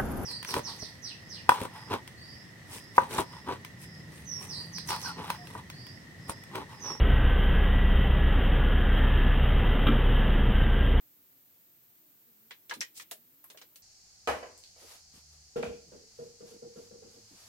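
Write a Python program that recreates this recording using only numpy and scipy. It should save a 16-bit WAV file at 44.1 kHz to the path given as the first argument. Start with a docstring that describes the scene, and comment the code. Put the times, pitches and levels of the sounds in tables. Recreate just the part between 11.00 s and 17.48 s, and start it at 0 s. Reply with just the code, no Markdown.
"""Plastic makeup items click lightly in a small tiled bathroom, each snap ringing its case and the shelf.
One slides off, a jar is set down with a ringing clatter, then come dull knocks on cabinet panels,
soft bumps and the rustle of clothes. Underneath sits a bed of faint hiss and a far engine's throb.
The opening plays at triple speed: hiss and engine sit higher, and the clicks' room ring is shorter."""
import sys
import numpy as np
from scipy import signal
from scipy.fft import rfft, irfft
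from scipy.io import wavfile
from scipy.ndimage import uniform_filter1d

SR = 44100
rng = np.random.default_rng(int(sys.argv[2]) if len(sys.argv) > 2 else 0)


def persist_wave(psi):
    """Save psi, clipped to +-1, as 16-bit WAV."""
    counts = np.round(np.clip(psi, -1, 1) * 32767).astype(np.int16)
    wavfile.write(sys.argv[1], SR, np.atleast_2d(counts).T)


N = 285809

# small items touching: (time [s], level [dB], pitch [Hz], bandwidth [octaves])
ITEM_CLICKS = [(1.508, -46, 1800, 1.9), (1.696, -44, 2180, 3), (1.711, -36.5, 1685, 1.1),
               (1.714, -41.5, 940, 1.4), (1.738, -46, 4200, 2.2), (1.807, -34.5, 5530, 0.39),
               (1.812, -36.5, 1876, 1.5), (1.998, -46.5, 1920, 1.9), (2.112, -40.5, 4000, 3.9),
               (2.117, -50.5, 624, 1.2), (2.441, -52.5, 12000, .4), (2.441, -61.5, 1070, 1.8),
               (2.501, -52, 1800, 4.2), (2.546, -58.5, 630, 1.3), (2.574, -53, 2100, 3.3),
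               (2.615, -52.5, 1560, 3.5), (2.758, -53, 4750, 3.3), (3.274, -42, 2400, 2.1),
               (3.577, -57, 7470, 0.68), (3.638, -54.5, 4280, 0.71), (4.628, -45.5, 2460, 0.68),
               (4.631, -45, 1383, 0.46), (4.634, -36.5, 624, 0.81), (4.643, -57, 6130, 0.08)]
# resonances of a plastic case: (frequency [multiple of the click's pitch], relative level [dB])
CASE_MODES = [(0.847, -6.5), (1.002, 13), (1.09, 3), (1.22, -6)]
# the jar meeting the shelf: (time [s], ring level [dB], clatter level [dB], brightness [Hz])
JAR_CONTACTS = [(3.274, -30, -32, 14080), (3.285, -30.5, -30.5, 2940), (3.428, -44.5, -46.5, 1800),
                (3.762, -62.5, -71, 910), (3.825, -64, -71, 769)]
# ring of jar and shelf: (frequency [Hz], relative level [dB], t60 [s])
JAR_SHELF_MODES = [(74.5, -19, 0.68), (270, -16.5, .42), (488.6, 6, 0.23), (538, -1.5, 0.3), (615, 0.5, .3),
                   (665, 3, 0.2), (713, 0, 0.23), (782, -12, 0.12), (820, -4.5, 0.26), (1006, -9.5, 0.37),
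                   (1080, -22, 0.24), (1260, 3, 0.094), (1500, -26, 0.23), (1670, -21, 0.19),
                   (1960, -12.5, 0.26), (2260, -0.5, 0.12), (2800, -21, 0.15), (2990, -6.5, 0.22),
                   (4610, -11, 0.17), (6185, -33, 0.23)]
# colour of the jar's clatter: (frequency [Hz], relative level [dB])
JAR_EQ = [(25, -36), (70, -9), (140, -20), (330, -8.5), (480, 0.5), (750, -3), (1100, -2), (1900, -8),
          (2700, -13.5), (3800, -22), (5400, -20), (8000, -24.5), (12000, -26.5), (16000, -38.5)]
# knocks at the cabinet: (time [s], ring level [dB], clatter level [dB])
CABINET_KNOCKS = [(4.558, -28, -34.5), (4.625, -34, -39.5), (4.692, -40, -56), (4.916, -56, -50.5),
                  (5.188, -38.5, -51), (5.404, -45.5, -52), (5.511, -51, -55.5), (5.621, -41.5, -54),
                  (5.757, -44.5, -50.5), (5.909, -48.5, -53.5), (6.02, -53, -53), (6.139, -54, -75)]
# panel ring; the close pair near 480 Hz throbs: (frequency [Hz], relative level [dB], t60 [s])
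PANEL_MODES = [(69.1, -30.5, 1), (144.8, -14, 0.4), (194.4, -17, 0.18), (239.8, -9.5, 0.27),
               (365, -18.5, 0.52), (450.8, -2, 0.39), (474, 4.5, 0.38), (499.4, -9.5, 0.43),
               (642.5, -12.5, 0.29), (728, -16.5, 0.22), (815, -21, 0.38), (1373, -14.5, 0.13),
               (1360, -34, 0.15)]
# colour of the cabinet's clatter: (frequency [Hz], relative level [dB])
CABINET_EQ = [(35, -11), (70, -10), (110, -19), (200, 11), (310, -2.5), (450, 12.5), (720, -7), (1000, -9),
              (1400, -8.5), (2000, -16), (2800, -13), (4000, -17), (6200, -17.5), (14000, -20)]
# soft bumps of things being shifted, and a footfall at 4.129 s: (time [s], level [dB], pitch [Hz])
SOFT_BUMPS = [(1.754, -56, 238), (3.812, -61, 400), (4.129, -65, 195), (4.566, -64, 137.7),
              (4.665, -52, 71), (4.858, -64, 190), (6.305, -63, 244.5)]
# an item sliding off the shelf: (peak time [s], length [s], level [dB])
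SLIDE_STROKES = [(1.98, 0.12, -47)]
# bright colour of the slide: (frequency [Hz], relative level [dB])
SLIDE_EQ = [(300, -13), (1400, -17), (3000, -8), (5000, -2), (8000, -1.5), (11000, -6.5), (16000, -8.5)]
# clothes, one swish per move of the body: (peak time [s], length [s], level [dB])
CLOTH_STROKES = [(3.815, 0.19, -57), (3.915, .21, -53.5), (4.16, 0.14, -58.5), (4.335, 0.12, -66),
                 (5.2, 0.37, -67), (5.495, 0.2, -60.5), (5.8, 0.29, -64), (6.13, 0.31, -65.5),
                 (6.46, 0.8, -58.5)]
# colour of the fabric: (frequency [Hz], relative level [dB])
CLOTH_EQ = [(100, -8), (250, -5), (450, 4), (900, 4.5), (2000, 0.5), (4000, 2.5), (8000, 1), (12000, -0.5),
            (16000, -13)]
# reverb tail of the tiled room: (frequency [Hz], t60 [s])
ROOM_DECAY = [(70, 0.6), (400, 0.5), (1300, 0.34), (3000, 0.48), (6000, 0.37), (14000, 0.49)]
# the far engine's revs: (time [s], firing rate at normal speed [Hz])
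ENGINE_REVS = [(0, 105), (.3, 88.6), (.9, 117.7), (1.12, 97), (1.36, 68.4), (1.47, 75.4), (1.66, 102.8),
               (2.04, 104.9), (2.18, 76), (2.42, 96.1), (2.65, 99.5), (3.7, 89), (4.15, 76.7), (4.97, 69.4),
               (5.1, 112.7), (5.5, 105.4), (6.15, 100.8), (6.48, 113)]
# colour of the hiss at normal speed: (frequency [Hz], relative level [dB])
HISS_EQ = [(25, -3), (70, 4), (150, -5.5), (280, -11), (600, -13.5), (750, -7.5), (950, -17), (2000, -14),
           (3650, -14.5), (4450, 0.5), (6900, -2), (8500, -12), (11000, -19), (16000, -26)]
# colour of the hiss at triple speed: (frequency [Hz], relative level [dB])
FAST_HISS_EQ = [(25, -19), (70, -21), (110, -4.5), (210, -7), (320, -6), (580, -14.5), (1050, -17),
                (6000, -18.5), (7300, -16.5), (10800, -19), (13400, -2.5), (15000, -5), (16000, -9)]

FAST_UNTIL_S, FAST_SPEED = 2.821, 3
MONO_BELOW_HZ, TOP_HZ = 670, 15900  # the stereo image narrows below the first; the mix ends at the second
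CABINET_LAG_S = .00043  # left-channel delay that places a sound to the right
TIME = np.arange(N) / SR
RING_TIME = np.arange(SR) / SR


def plastic_clicks(fast_snap=2.8, normal_snap=10, case_q=22):
    """Light plastic contacts: a snap and its echoes, coloured by the item's size, its case and the shelf."""
    out = np.zeros((2, N))
    for s, db, pitch_hz, octaves in ITEM_CLICKS:
        low_hz, high_hz = pitch_hz / 2 ** (octaves / 2), pitch_hz * 2 ** (octaves / 2)
        case_db = 16 - 12.5 * octaves  # the wider the click, the less its case rings
        shelf_db = -16.5 - 2 * np.log2(low_hz / 1000)  # thin clicks stir the shelf less
        speed, snap_gain = (FAST_SPEED, fast_snap) if s < FAST_UNTIL_S else (1, normal_snap)
        snap = rng.standard_normal((2, SR)) * np.exp(-RING_TIME / .00032)
        crack = tiled_room([(100, 0), (1000, 0)], speed) + snap_gain * snap  # flat EQ
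        body = unit_hit(cut(cut(crack, low_hz, "high"), high_hz, "low"))
        case = unit_hit(sum(undb(mode_db) * resonate(crack, k * pitch_hz, k * pitch_hz / case_q)
                            for k, mode_db in CASE_MODES if k * pitch_hz < TOP_HZ))
        shelf = resonate(crack, 547, 210) + undb(-8.5) * resonate(crack, 1140, 150)
        shelf = unit_hit(cut(shelf, 2800, "low"))
        add(out, s, undb(db) * unit_hit(body + undb(case_db) * case + undb(shelf_db) * shelf))
    return out


def jar_on_shelf():
    """A jar lands with a hard attack, then settles in fainter, duller taps."""
    return blows(JAR_CONTACTS, JAR_SHELF_MODES, JAR_EQ, attack_s=.0008, lag_s=0, spread=.4)


def cabinet_knocks(average_bright_hz=1100, db_per_octave=13):
    """Dull knocks on cabinet panels; a harder knock has a brighter clatter."""
    s, ring_db, clatter_db = np.transpose(CABINET_KNOCKS)
    bright_hz = average_bright_hz * 2 ** ((clatter_db - clatter_db.mean()) / db_per_octave)
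    hits = zip(s, ring_db, clatter_db, bright_hz)
    return blows(hits, PANEL_MODES, CABINET_EQ, attack_s=.006, lag_s=CABINET_LAG_S, spread=.25)


def blows(hits, modes, eq, attack_s, lag_s, spread):
    """A struck panel rings while its clatter, duller for a soft contact, fills the room."""
    out = np.zeros((2, N))
    attack = 1 - np.exp(-RING_TIME / attack_s)
    for s, ring_db, clatter_db, bright_hz in hits:
        tone = panel_ring(modes, lag_s, spread)
        clatter = unit_hit(cut(tiled_room(eq), bright_hz, "low", order=1))
        add(out, s, (undb(ring_db) * tone + undb(clatter_db) * lag_left(clatter, lag_s)) * attack)
    return out


def panel_ring(modes, lag_s, spread):
    """Decaying modes, balanced anew by each blow; the high ones spread wider in stereo."""
    out = 0
    for hz, db, t60 in modes:
        chance = rng.standard_normal(4)
        gain, detune = undb(db + 1.3 * chance[0]), 1 + .002 * chance[1]
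        scatter = spread * min(hz / MONO_BELOW_HZ, 2) ** 2 * chance[2:, None]
        phase = scatter - 2 * np.pi * hz * np.array([[lag_s], [0]])
        out = out + gain * np.sin(2 * np.pi * hz * detune * RING_TIME + phase) * decay(t60)
    return unit_hit(out)


def bumps(thud_db=-62.5, thud_hz=301, thud_delay_s=.014, thud_follow=.2):
    """Soft bumps of things being shifted and a footfall, plus a thud just behind each knock that partly follows
    its level."""
    out = np.zeros((2, N))
    for s, db, hz in SOFT_BUMPS:
        add(out, s, soft_contact(db, hz))
    average_db = np.mean([ring_db for _, ring_db, _ in CABINET_KNOCKS])
    for s, ring_db, _ in CABINET_KNOCKS:
        db = thud_db + thud_follow * (ring_db - average_db)
        add(out, s + thud_delay_s, soft_contact(db, thud_hz))
    return out


def soft_contact(db, hz, length_s=.063):
    """A short low swell in one broad resonance, with no click."""
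    width_hz, size = .76 * hz, int(length_s * SR)
    rumble = resonate(resonate(rng.standard_normal(SR), hz, width_hz), hz, width_hz)
    push = undb(db) * unit(rumble[-size:] * signal.windows.tukey(size))
    return lag_left([push, push], CABINET_LAG_S)


def friction(strokes, eq, grain_db, rise_share=.36):
    """Rubbing noise that catches and slips, swelling as each stroke speeds up and fading as it slows."""
    swell = 0
    for s, length_s, db in strokes:
        start, end = s - rise_share * length_s, s + (1 - rise_share) * length_s
        motion = np.interp(TIME, [start, s, end], [0, 1, 0])
        swell = swell + undb(db) * np.sin(np.pi / 2 * motion) ** 2
    return swell * unit(noise(eq, N) * undb(grain_db * wander(160)))


def tiled_room(eq, speed=1, ripple_db=3.5, spacing_hz=45, early_gain=.38, early_s=.099):
    """A crack thrown between tiled walls: strong early echoes, then each band dying at its own rate."""
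    hz = np.fft.rfftfreq(SR, 1 / SR)
    # many small resonances of the struck thing ripple the spectrum
    ripple = np.interp(hz / (spacing_hz * speed), np.arange(1000), rng.standard_normal(1000))
    spectrum = rfft(noise(eq, SR)) * undb(ripple_db * ripple * hz / (hz + MONO_BELOW_HZ))
    centres_hz, t60s = np.transpose(ROOM_DECAY)
    tail = 0
    for t60, share in zip(t60s, np.eye(len(t60s))):
        band = by_hz(np.column_stack([centres_hz, share]), hz)
        tail = tail + irfft(spectrum * band, SR) * decay(t60 / speed)
    early_lift = 1 + early_gain * np.exp(-(RING_TIME * speed / early_s) ** 2)
    return unit_hit(tail * early_lift)


def far_engine(start_db=-86, approach_db_per_s=2.11, octave_db=-9, waver=.018, throb_db=3.5):
    """An engine through the walls, slowly drawing nearer: a wavering firing tone and a weak octave."""
    firing_hz = np.interp(TIME, *np.transpose(ENGINE_REVS))
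    speed = np.where(TIME < FAST_UNTIL_S, FAST_SPEED, 1)
    phase = 2 * np.pi * np.cumsum(firing_hz * speed * (1 + waver * wander(70))) / SR
    tone = np.sin(phase) + undb(octave_db) * np.sin(2 * phase)
    boom_db = 11.5 / (1 + ((firing_hz - 75.7) / 2.8) ** 2)  # the revs pass through a room resonance
    return unit(tone) * undb(start_db + approach_db_per_s * TIME + boom_db + throb_db * wander(22))


def hiss(fast_db=-60, normal_db=-58.5):
    """A bed of microphone hiss that drops in pitch when the speed snaps back to normal."""
    fast = noise(FAST_HISS_EQ, N) * undb(fast_db)
    normal = noise(HISS_EQ, N) * undb(normal_db)
    return np.where(TIME < FAST_UNTIL_S, fast, normal)


def noise(eq, size):
    """Stereo noise shaped by an EQ curve; long waves reach both channels alike."""
    hz = np.fft.rfftfreq(size, 1 / SR)
    mid, side = np.exp(2j * np.pi * rng.random((2, len(hz)))) * undb(by_hz(eq, hz))
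    side = side * (hz / np.hypot(hz, MONO_BELOW_HZ)) ** .49
    return unit(irfft(np.array([mid + side, mid - side]), size))


def wander(rate_hz):
    """Smooth random modulation with a spread near 1."""
    step = int(SR / rate_hz)
    return uniform_filter1d(np.repeat(rng.standard_normal(N // step + 1), step), step)[:N]


def decay(t60):
    """An envelope that falls 60 dB in t60 seconds."""
    return np.exp(-np.log(1000) * RING_TIME / t60)


def undb(db):
    """Decibels to gain."""
    return 10 ** (np.asarray(db) / 20)


def unit(x):
    """Normalise to rms 1."""
    return x / np.sqrt(np.mean(x ** 2))


def unit_hit(x):
    """Normalise a hit to rms 1 over its first 20 ms."""
    return x / np.sqrt(np.mean(x[:, :900] ** 2))


def by_hz(curve, hz):
    """Read a curve on a log-frequency axis."""
    points_hz, values = np.transpose(curve)
    return np.interp(np.log(hz + 1), np.log(points_hz), values)


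def cut(x, hz, kind, order=2):
    """Low-pass or high-pass."""
    return signal.sosfilt(signal.butter(order, min(hz, SR / 2 - 1000), kind, fs=SR, output="sos"), x)


def resonate(x, hz, width_hz):
    """One resonant band-pass."""
    return signal.lfilter(*signal.iirpeak(hz, hz / width_hz, SR), x)


def lag_left(x, lag_s):
    """A sound from the right reaches the left channel later."""
    return np.array([np.roll(x[0], int(lag_s * SR)), x[1]])


def add(out, s, sound):
    """Mix a sound in at time s."""
    start = int(s * SR)
    out[:, start:start + sound.shape[1]] += sound[:, :N - start]


def scene():
    """The handling sounds up front, over the bed of hiss and engine."""
    impacts = jar_on_shelf() + cabinet_knocks()
    slide = friction(SLIDE_STROKES, SLIDE_EQ, grain_db=2.5)
    clothes = friction(CLOTH_STROKES, CLOTH_EQ, grain_db=1)
    return plastic_clicks() + impacts + bumps() + slide + clothes + hiss() + far_engine()


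def record(dry):
    """A steep low-pass takes the very top off the mix."""
    return signal.sosfilt(signal.ellip(10, .1, 70, TOP_HZ, fs=SR, output="sos"), dry)


dry = scene()
out = record(dry)
persist_wave(out)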